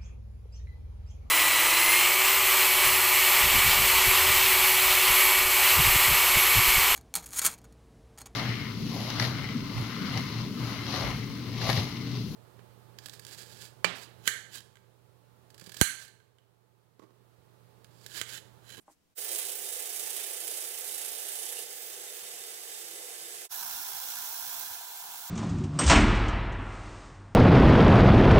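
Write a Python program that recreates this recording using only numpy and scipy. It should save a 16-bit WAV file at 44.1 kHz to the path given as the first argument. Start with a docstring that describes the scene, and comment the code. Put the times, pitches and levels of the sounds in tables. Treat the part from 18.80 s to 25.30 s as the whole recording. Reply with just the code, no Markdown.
"""A workshop belt grinder cuts a piece of steel: grit tears at it in a hiss that throbs once a wheel turn.
Under the hiss the belt rushes, the frame drones and the wheel hums; the steel rings and thin whistles sound.
A light knock in the quiet shop comes first. Then the steel is pressed on the belt and lifted off.
After a brief break the same grinding returns sped up to double pace, an octave higher,
over a low sputtering rumble."""
import sys
import numpy as np
from scipy import signal
from scipy.fft import rfft, irfft
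from scipy.io import wavfile

SR = 44100
rng = np.random.default_rng(int(sys.argv[2]) if len(sys.argv) > 2 else 0)


def put_to_file(sound):
    """Save the sound as 16-bit audio at rate SR, in the file named by the first command-line argument."""
    columns = np.atleast_2d(sound).T  # one column per channel
    safe = np.clip(columns, -1, 1)
    whole_steps = np.round(safe * 32767)
    wavfile.write(sys.argv[1], SR, whole_steps.astype(np.int16))


N = 286650
T = np.arange(N) / SR
FREQ = np.maximum(np.fft.rfftfreq(N, 1 / SR), 1)
FREE_HZ, LOADED_HZ = 29.61, 29.44  # wheel turns a second at normal pace: running free, cutting
LEFT_LAG_S = .00031  # direct sound reaches the left side this much later

# Noise levels are per Hz of bandwidth. Pan is the left level minus the right level.
# A swell's span is the time from its peak to about 60% of its height.
# hush of the shop: f/Hz, level/dB
SHOP_NOISE = [(30, -102), (120, -101), (280, -102.5), (500, -108), (1500, -116), (6000, -119),
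              (15000, -124)]
# a faint low background noise swells and dips: t/s, span/s, extra level/dB
BACKGROUND_SWELLS = [(0.72, 0.061, 12), (2.55, 0.02, -3), (3.08, 0.16, 4), (4.42, 0.29, 7)]
# light knocks of the steel piece: t/s, level/dB, dull above f/Hz
HANDLING_KNOCKS = [(0.0806, -45, 2500), (0.0855, -56, 2500), (0.0905, -54, 3000), (0.099, -50, 1100),
                   (0.1135, -44.5, 400)]
# notes that ring in each knock: f/Hz, time to fall by 60 dB/s, level/dB
KNOCK_NOTES = [(316, 0.07, -13), (660, 0.03, -4), (800, 0.032, 0), (930, 0.026, -1), (1050, 0.026, -3),
               (1390, 0.02, -15)]
# a glove sliding on steel: f/Hz, level/dB
GLOVE_NOISE = [(300, -112), (1000, -106), (3500, -111), (8000, -102), (15000, -115)]
# rumble under the sped-up part: f/Hz, level/dB
RUMBLE_NOISE = [(25, -98.5), (150, -92), (330, -92.5), (500, -89), (700, -102), (1500, -125)]
# gusts and lulls of the deepest rumble: t/s, span/s, extra level/dB
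RUMBLE_GUSTS = [(4.75, 0.03, 7), (4.94, 0.022, 9), (5.02, 0.024, -15), (5.13, 0.023, 7), (5.502, 0.02, 7),
                (5.635, 0.022, 6), (5.92, 0.016, 8), (6.15, 0.032, -24)]
# tones tied to the wheel: multiple of the turn rate, normal level/dB, sped-up level/dB
WHEEL_NOTES = [(12, -76, -67), (14, -72.5, -66), (15, -70, -72), (16, -66, -62.8), (17, -65.3, -64.5),
               (20, -74, -78), (24, -78, -68), (26, -74.5, -68), (27, -72.5, -72), (29, -80, -70),
               (39, -81, -76), (54, -81, -72), (57, -72, -68), (70.4, -79, -77)]
# resonances of frame and wheels: f/Hz, width/Hz, level/dB, pan/dB
FRAME_RINGS = [(296, 23, -85.5, -5.5), (346, 12, -78, 4.5), (399, 42, -80, 0), (462, 77, -80, -1.5),
               (564, 47, -94.5, -3), (711, 34, -81.5, 4), (781.5, 25, -85, 4), (843, 34, -88.5, 0),
               (1045, 60, -90, -6), (1397, 61, -90.5, -7), (1712, 73, -88.5, -8), (2044, 44, -83, -2),
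               (3050, 136, -83.5, 2), (3620, 45, -79.5, 8.5), (3810, 80, -88.5, -7), (4980, 400, -86, -1),
               (6440, 190, -84.5, 2), (7830, 330, -78.5, 0), (9880, 70, -82, -12)]
# rush of the free belt and the low noise under it: f/Hz, left level/dB, right level/dB
BELT_NOISE = [(30, -127, -127), (86.6, -115, -113), (149, -105, -104), (239, -100, -96.5),
              (285, -108, -105), (694, -88.5, -84), (863, -87.5, -87), (940, -102, -104), (986, -104, -110),
              (1014, -89, -95), (1670, -90.5, -83), (3020, -86.5, -84), (4070, -88, -84), (5740, -88, -81),
              (9100, -89.5, -77), (12180, -88.5, -79.5), (15800, -97, -86)]
# moments when the free belt sings: t/s, span/s, level/dB
SONG_SNATCHES = [(3.29, 0.022, -76), (3.47, 0.03, -74), (3.6, 0.022, -76), (3.925, 0.016, -78),
                 (4.12, 0.011, -79), (4.32, 0.016, -77), (4.452, 0.02, -78)]
# whistles at normal pace: f/Hz, width/Hz, first level/dB, fading/(dB/s), flare level/dB, pan/dB
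THIN_WHISTLES = [(13430, 150, -92, -3, -82, -9), (14300, 600, -86, 0, -90, -9),
                 (14745, 80, -74.5, 1, -74, -14), (15190, 190, -72, 8, -85, -11)]
# the whistles flare up while the belt runs free: t/s, span/s, level/dB
WHISTLE_FLARES = [(3.03, 0.07, -1), (3.225, 0.022, -2), (3.38, 0.04, -3), (3.88, 0.035, -5),
                  (4.0, 0.018, -4)]
# short swells of rasp, ringing and drone: t/s, span/s, f/Hz, width/Hz, level/dB, pan/dB
SHORT_RINGS = [(0.523, 0.043, 457, 200, -74.5, 0), (0.61, 0.08, 3600, 3000, -86, -2),
               (1.71, 0.02, 455, 157, -76, -2), (2.36, 0.049, 3400, 800, -83.5, 0),
               (2.527, 0.014, 2950, 400, -84, -3), (2.684, 0.025, 3200, 400, -82, -2),
               (2.78, 0.02, 2850, 200, -74, -2), (3.02, 0.087, 14200, 2000, -86, -14),
               (4.178, 0.038, 416, 130, -77, 0), (4.87, 0.07, 940, 140, -75, -6)]
# rings of the steel at normal pace: f/Hz, width/Hz, level/dB, pan/dB
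NORMAL_RINGS = [(1689, 25, -84, -3), (2300, 30, -85, -3), (2970, 40, -82.5, -1), (3187, 40, -84, -2),
                (3625, 70, -83.5, 1), (3905, 55, -80.5, -3), (4790, 89, -83, -5)]
# rings the steel stirs in the sped-up part: f/Hz, width/Hz, first level/dB, fading/(dB/s), pan/dB
SPED_UP_RINGS = [(2040, 97, -88, 0, -4), (3355, 31, -80.5, 0, -7), (5400, 260, -83.5, 2, -9),
                 (5980, 260, -82, 1, -9)]
# the steel is held on once a part: clear of the belt t/s, lifting time/s, level/dB, rocking depth/dB
HOLDS = [(2.87, 0.054, -1.3, 1.8), (6.03, 0.22, 0.14, 0.1)]
# the hand leans in or eases off: t/s, span/s, extra level/dB
HAND_PUSHES = [(0.553, 0.047, 4), (0.696, 0.046, 4), (1.17, 0.029, 4.5), (1.46, 0.05, 1.5),
               (2.167, 0.034, -1), (2.79, 0.028, 2.5), (4.85, 0.11, 0.5), (5.807, 0.033, 1),
               (5.94, 0.018, 5)]
# high spots of the belt that bite once a turn: place/turns, span/turns, extra level/dB
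BELT_HIGH_SPOTS = [(0.195, 0.098, 6), (0.462, 0.062, 4.5), (0.655, 0.02, 5.5)]
# hiss of grit cutting steel: f/Hz, left level/dB, right level/dB
CUTTING_NOISE = [(410, -97.5, -99), (860, -85.5, -84.5), (940, -99, -99), (1220, -91.5, -94),
                 (1850, -102.5, -86), (2630, -85.5, -85.5), (4300, -91, -85.5), (6700, -90, -79),
                 (8200, -91, -75), (9200, -84, -73), (11400, -89, -74.5), (13600, -97, -80),
                 (15500, -90, -87)]
# the normal part (pace 1) and the sped-up part (pace 2): start t/s, end t/s, level/dB
PARTS = [(0.343, 4.695, -0.5), (4.68, 6.6, 0)]


def undb(db):
    """Turn decibels into a gain."""
    return 10 ** (np.asarray(db) / 20)


def unit(x):
    """Scale a signal to an average (rms) size of 1."""
    return x / np.sqrt(np.mean(x ** 2))


def wander(rate):
    """A random drift of size 1 that heads for a new value rate times a second."""
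    points = rng.standard_normal(int(T[-1] * rate) + 3)
    return unit(np.interp(T * rate + rng.random(), np.arange(len(points)), points))


def swell(x, centre, span):
    """A bell-shaped rise and fall, 1 at the centre."""
    return np.exp(-.5 * ((x - centre) / span) ** 2)


def swells_db(rows):
    """Add up timed swells and dips into one level curve."""
    return sum(db * swell(T, at, span) for at, span, db in rows)


def fade(start, end, rise_s=0.041):
    """A smooth way in and out."""
    return np.clip(np.minimum(T - start, end - T) / rise_s, 0, 1) ** 3


def spectrum(rows, pace=1):
    """A gain for every frequency, one curve per level column, moved up in pitch by the pace."""
    hz, *columns = np.transpose(rows)
    return undb([np.interp(np.log(FREQ / pace), np.log(hz), db) for db in columns])


def highpass(hz):
    """Gains that cut steeply below hz."""
    return 1 / np.sqrt(1 + (hz / FREQ) ** 16)


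def resonance(hz, width):
    """Gains that peak at hz, squared to make the sides steep."""
    return 1 / (1 + .5j * hz / width * (FREQ / hz - hz / FREQ)) ** 2


def colour(x, gain):
    """Shape white noise so that each frequency gets the given strength."""
    return irfft(rfft(x) * gain, N) * np.sqrt(SR / 2)


def panning(db):
    """Left and right gains that lie db apart."""
    return undb([[db / 2], [-db / 2]])


def stereo_noise(direct, lag_s=0):
    """White noise: a direct share reaches the left side lag_s later, the rest comes from all round."""
    source = rng.standard_normal(N)
    pair = np.array([np.roll(source, int(round(lag_s * SR))), source])
    return np.sqrt(direct) * pair + np.sqrt(1 - direct) * rng.standard_normal((2, N))


def ring(drive, hz, width, pan_db, flicker_db):
    """Scraping stirs one resonance, whose level can flicker."""
    stir = stereo_noise(0.63, LEFT_LAG_S) * drive * undb(flicker_db * wander(30))
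    return colour(stir, resonance(hz, width)) * panning(pan_db)


def quiet_shop():
    """The hush of the room, heard until the machine comes in."""
    return colour(stereo_noise(0.088), spectrum(SHOP_NOISE)) * fade(-1, PARTS[0][0] + 0.033)


def low_background(noise, tone, pace):
    """A faint low background noise flutters, swells and dips."""
    level_db = -2.5 + 5.5 * wander(16 * pace) + swells_db(BACKGROUND_SWELLS)
    return colour(noise, tone) * undb(level_db)


def handling(rise_s=0.001):
    """The piece knocks softly, scuffs and settles with a dull bump, then slides in the glove."""
    knocks = np.zeros((2, N))
    for start, db, dull_hz in HANDLING_KNOCKS:
        age = np.maximum(T[:SR // 2] - start, 0)
        attack = 1 - np.exp(-age / rise_s)
        for hz, ring_s, note_db in KNOCK_NOTES:
            detune = 1 + .02 * rng.standard_normal()
            size = undb(db + note_db) / (1 + (hz / dull_hz) ** 4)
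            decay = np.exp(-np.log(1000) * age / ring_s)
            knocks[:, :SR // 2] += size * attack * decay * np.sin(2 * np.pi * hz * detune * age)
    scuff = colour(stereo_noise(0.28) * swell(T, 0.093, 0.016), resonance(820, 600)) * undb(-99)
    sliding = swell(T, 0.12, 0.016) + undb(-10) * swell(T, 0.074, .012)
    glove = colour(stereo_noise(0.16) * sliding, spectrum(GLOVE_NOISE))
    brush = colour(stereo_noise(0.14) * swell(T, 0.013, 0.016), resonance(9600, 2300)) * undb(-106)
    return knocks + scuff + glove + brush


def motor_hum(pace, load, base_hz=200):
    """The motor hums faintly, clearest when it runs free."""
    level_db = -85 - 5 * load + wander(8.7)
    return np.sqrt(2) * np.sin(2 * np.pi * base_hz * pace * T) * undb(level_db)


def rumble(cut_db, edges_hz=(120, 220, 330, 450, 600), sputter_hz=34):
    """A rumble, mostly on the right, grows while steel is cut; each band sputters by itself."""
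    drive = undb(-7) + undb(cut_db - 6.5)
    tone = spectrum(RUMBLE_NOISE)
    out, power_left = 0, 1
    for hz in edges_hz:
        power_above = highpass(hz) ** 2
        band = np.sqrt(np.maximum(power_left - power_above, 0))
        power_left = power_above
        sputter = unit(undb(6.5 * np.tanh(wander(sputter_hz))))
        gusts = undb(swells_db(RUMBLE_GUSTS) - 0.5) if hz == edges_hz[0] else 1
        out = out + colour(stereo_noise(0.092) * drive * sputter * gusts, tone * band)
    return out * undb([[-7], [3]])


def wheel(turns, pace, load, flutter_rate=22, load_db=2):
    """The wheel hums in fluttering tones at whole multiples of its turn rate, louder under load."""
    out = 0
    for multiple, normal_db, sped_up_db in WHEEL_NOTES:
        phase = 2 * np.pi * (round(multiple) * turns + rng.random())
        phase = phase + .45 * wander(14 * pace) + .3 * wander(flutter_rate * pace)
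        left_lag = np.pi * multiple * FREE_HZ * LEFT_LAG_S
        waver_db = 1.5 * wander(10 * pace) + 3.5 * np.tanh(wander(flutter_rate * pace))
        size = undb(normal_db if pace == 1 else sped_up_db) * unit(undb(waver_db))
        out = out + size * np.sin([phase - left_lag, phase])
    return out * np.sqrt(2) * undb(load_db * load)


def frame(turns, pace, cut_db, flicker_db=1.6):
    """The belt shakes the frame into a hollow drone, more under load; each resonance flickers alone."""
    strength = np.sqrt(1 + undb(cut_db - 4) ** 2)
    throb = 1 + 0.22 * np.cos(2 * np.pi * (turns - .5))
    shake = stereo_noise(0.75, .0001 / pace) * strength * throb
    shake_spectrum = rfft(shake) * np.sqrt(SR / 2) * highpass(330 * pace)
    out = 0
    for hz, width, db, pan in FRAME_RINGS:
        drone = irfft(shake_spectrum * resonance(hz * pace, width * pace), N)
        out = out + drone * undb(db - 1.5 + flicker_db * wander(14 * pace)) * panning(pan)
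    return out


def free_belt(turns, pace):
    """The belt rushes over its wheels and plate, above the low background; a spot slaps once a turn."""
    slap = swell(turns % 1, 0.277, 0.0074) * undb(2 + 2.1 * wander(25 * pace)) / 2
    drive = unit((1 + slap) * undb(0.82 * wander(150 * pace)))
    noise = stereo_noise(0.43, LEFT_LAG_S / pace) * drive
    tone, upper = spectrum(BELT_NOISE, pace), highpass(200 * pace)
    return colour(noise, tone * upper) + low_background(noise, tone * (1 - upper), pace)


def belt_song():
    """The free belt sings a rough, broken note."""
    drive = sum(undb(db) * swell(T, at, span) for at, span, db in SONG_SNATCHES)
    return ring(drive, hz=3635, width=60, pan_db=3, flicker_db=2.5)


def whistles(end_s=2.64, stop_s=0.08, floor_db=-32):
    """Thin, high whistles die down shortly before the steel lifts off, then flare up now and then."""
    age = np.maximum(T - PARTS[0][0], 0)
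    held = np.clip((end_s - T) / stop_s, undb(floor_db), 1)
    flare = sum(undb(db) * swell(T, at, span) for at, span, db in WHISTLE_FLARES)
    out = 0
    for hz, width, db, fading, flare_db, pan in THIN_WHISTLES:
        drive = np.hypot(held * undb(db - fading * age), undb(flare_db) * flare)
        out = out + ring(drive, hz, width, pan, flicker_db=3)
    return out


def bench_echoes(x, pace, echo_db=-4.5, count=16):
    """Close, dull echoes off bench and machine colour the sound, differently on each side."""
    dull = irfft(rfft(x) / (1 + (FREQ / 4500 / pace) ** 2), N)
    echo = dull * undb(echo_db) / np.sqrt(count)
    out = x.copy()
    for side, draws in enumerate(rng.random((2, count, 2))):
        for distance, flip in draws:
            delay_s = (.003 + .013 * distance) / pace
            out[side] += np.sign(flip - .5) * np.roll(echo[side], int(delay_s * SR))
    return out / np.sqrt(1 + undb(echo_db) ** 2)


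def ring_swells(lowest_hz=335):
    """Rasp and ringing swell briefly as an edge of the steel bites or the frame booms."""
    rings = sum(ring(undb(db) * swell(T, at, span), hz, width, pan, flicker_db=0)
                for at, span, hz, width, db, pan in SHORT_RINGS)
    return irfft(rfft(rings) * highpass(lowest_hz), N)


def steel_rings(cut_db):
    """Grit stirs the steel's own narrow resonances, which colour the rasp."""
    return sum(ring(undb(db + cut_db), hz, width, pan, flicker_db=2.5)
               for hz, width, db, pan in NORMAL_RINGS)


def contact_rings(cut_db):
    """In the sped-up part the steel rings in step with the cutting; the higher rings slowly fade."""
    age = np.maximum(T - PARTS[1][0], 0)
    return sum(ring(undb(db + cut_db - fading * age), hz, width, pan, flicker_db=1.5)
               for hz, width, db, fading, pan in SPED_UP_RINGS)


def hand_pressure(hold, rock_hz, firmest_s=1.76):
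    """The cutting level in dB as the hand holds the steel on, rocks it, pushes it and lifts it off."""
    clear_s, lift_s, db, rock_db = hold
    contact = np.clip((clear_s - T) / lift_s, .001, 1)
    rocking_db = rock_db * np.cos(2 * np.pi * rock_hz * (T - firmest_s))
    return db + rocking_db + swells_db(HAND_PUSHES) + 20 * np.log10(contact)


def bite(turns, place, span):
    """A high spot bites once a turn, in a swell that rises faster than it falls."""
    after = (turns - place + .5) % 1 - .5
    return swell(after, 0, span * (1 + 0.5 * np.sign(after)))


def snags(rate, decay_s):
    """Coarse grains catch at random: sharp jolts of power that die away."""
    jolts = (rng.random(N) < rate / SR) * rng.exponential(size=N)
    return signal.lfilter([1], [1, -np.exp(-1 / (decay_s * SR))], jolts)


def cutting(turns, pace, cut_db, turns_per_lap=4.21):
    """Countless grains tear at the steel, in bursts as the high spots of the belt come round."""
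    spots_db = sum(db * bite(turns, place, span) for place, span, db in BELT_HIGH_SPOTS)
    # unevenly worn grit makes the level sway once per lap of the belt
    wear_db = 0.49 * np.cos(2 * np.pi * (turns / turns_per_lap + rng.random()))
    grit_db, chatter_db = 0.5 * wander(3000), 0.5 * wander(220 * pace)
    bite_db = (spots_db + wear_db + grit_db + chatter_db) / np.sqrt(pace)
    coarse = np.sqrt(1 + undb(-5) * snags(90 * pace, 0.0058 / pace) / pace)
    drive = unit(undb(bite_db) * coarse) * undb(cut_db + 1.5 + 1.34 * pace)
    rasp = stereo_noise(0.16, LEFT_LAG_S / pace) * drive
    tone = spectrum(CUTTING_NOISE, pace) * highpass(310 * pace)
    # as the piece tilts, the lower rasp surges apart from the bright hiss
    bright = highpass(4400 * pace)
    surge = undb(1.73 / pace * wander(12 * pace))
    return colour(rasp, tone * bright) + colour(rasp, tone * (1 - bright)) * surge


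def grinder(cut_db, pace):
    """The whole machine, its sound sped up by pace; the wheel slows a little while it cuts."""
    load = np.clip(2 * undb(cut_db), 0, 1)
    turn_hz = pace * (FREE_HZ + (LOADED_HZ - FREE_HZ) * load)
    turns = np.cumsum(turn_hz) / SR
    hiss = bench_echoes(free_belt(turns, pace) + cutting(turns, pace, cut_db), pace)
    return hiss + frame(turns, pace, cut_db) + wheel(turns, pace, load) + motor_hum(pace, load)


def scene():
    """The quiet shop and a light knock, then the grinding at normal pace and sped up."""
    normal_cut_db = hand_pressure(HOLDS[0], rock_hz=2.4576)
    sped_up_cut_db = hand_pressure(HOLDS[1], rock_hz=5.632)
    normal = grinder(normal_cut_db, pace=1) + steel_rings(normal_cut_db) + whistles()
    sped_up = grinder(sped_up_cut_db, pace=2) + contact_rings(sped_up_cut_db) + rumble(sped_up_cut_db)
    grinding = sum(part * fade(start, end) * undb(db)
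                   for part, (start, end, db) in zip((normal, sped_up), PARTS))
    return quiet_shop() + handling() + ring_swells() + belt_song() + grinding


def record(dry, top_hz=15750):
    """A steep filter takes away the highest treble."""
    return signal.sosfilt(signal.ellip(12, .1, 75, top_hz, fs=SR, output="sos"), dry)


dry = scene()
out = record(dry)
put_to_file(out)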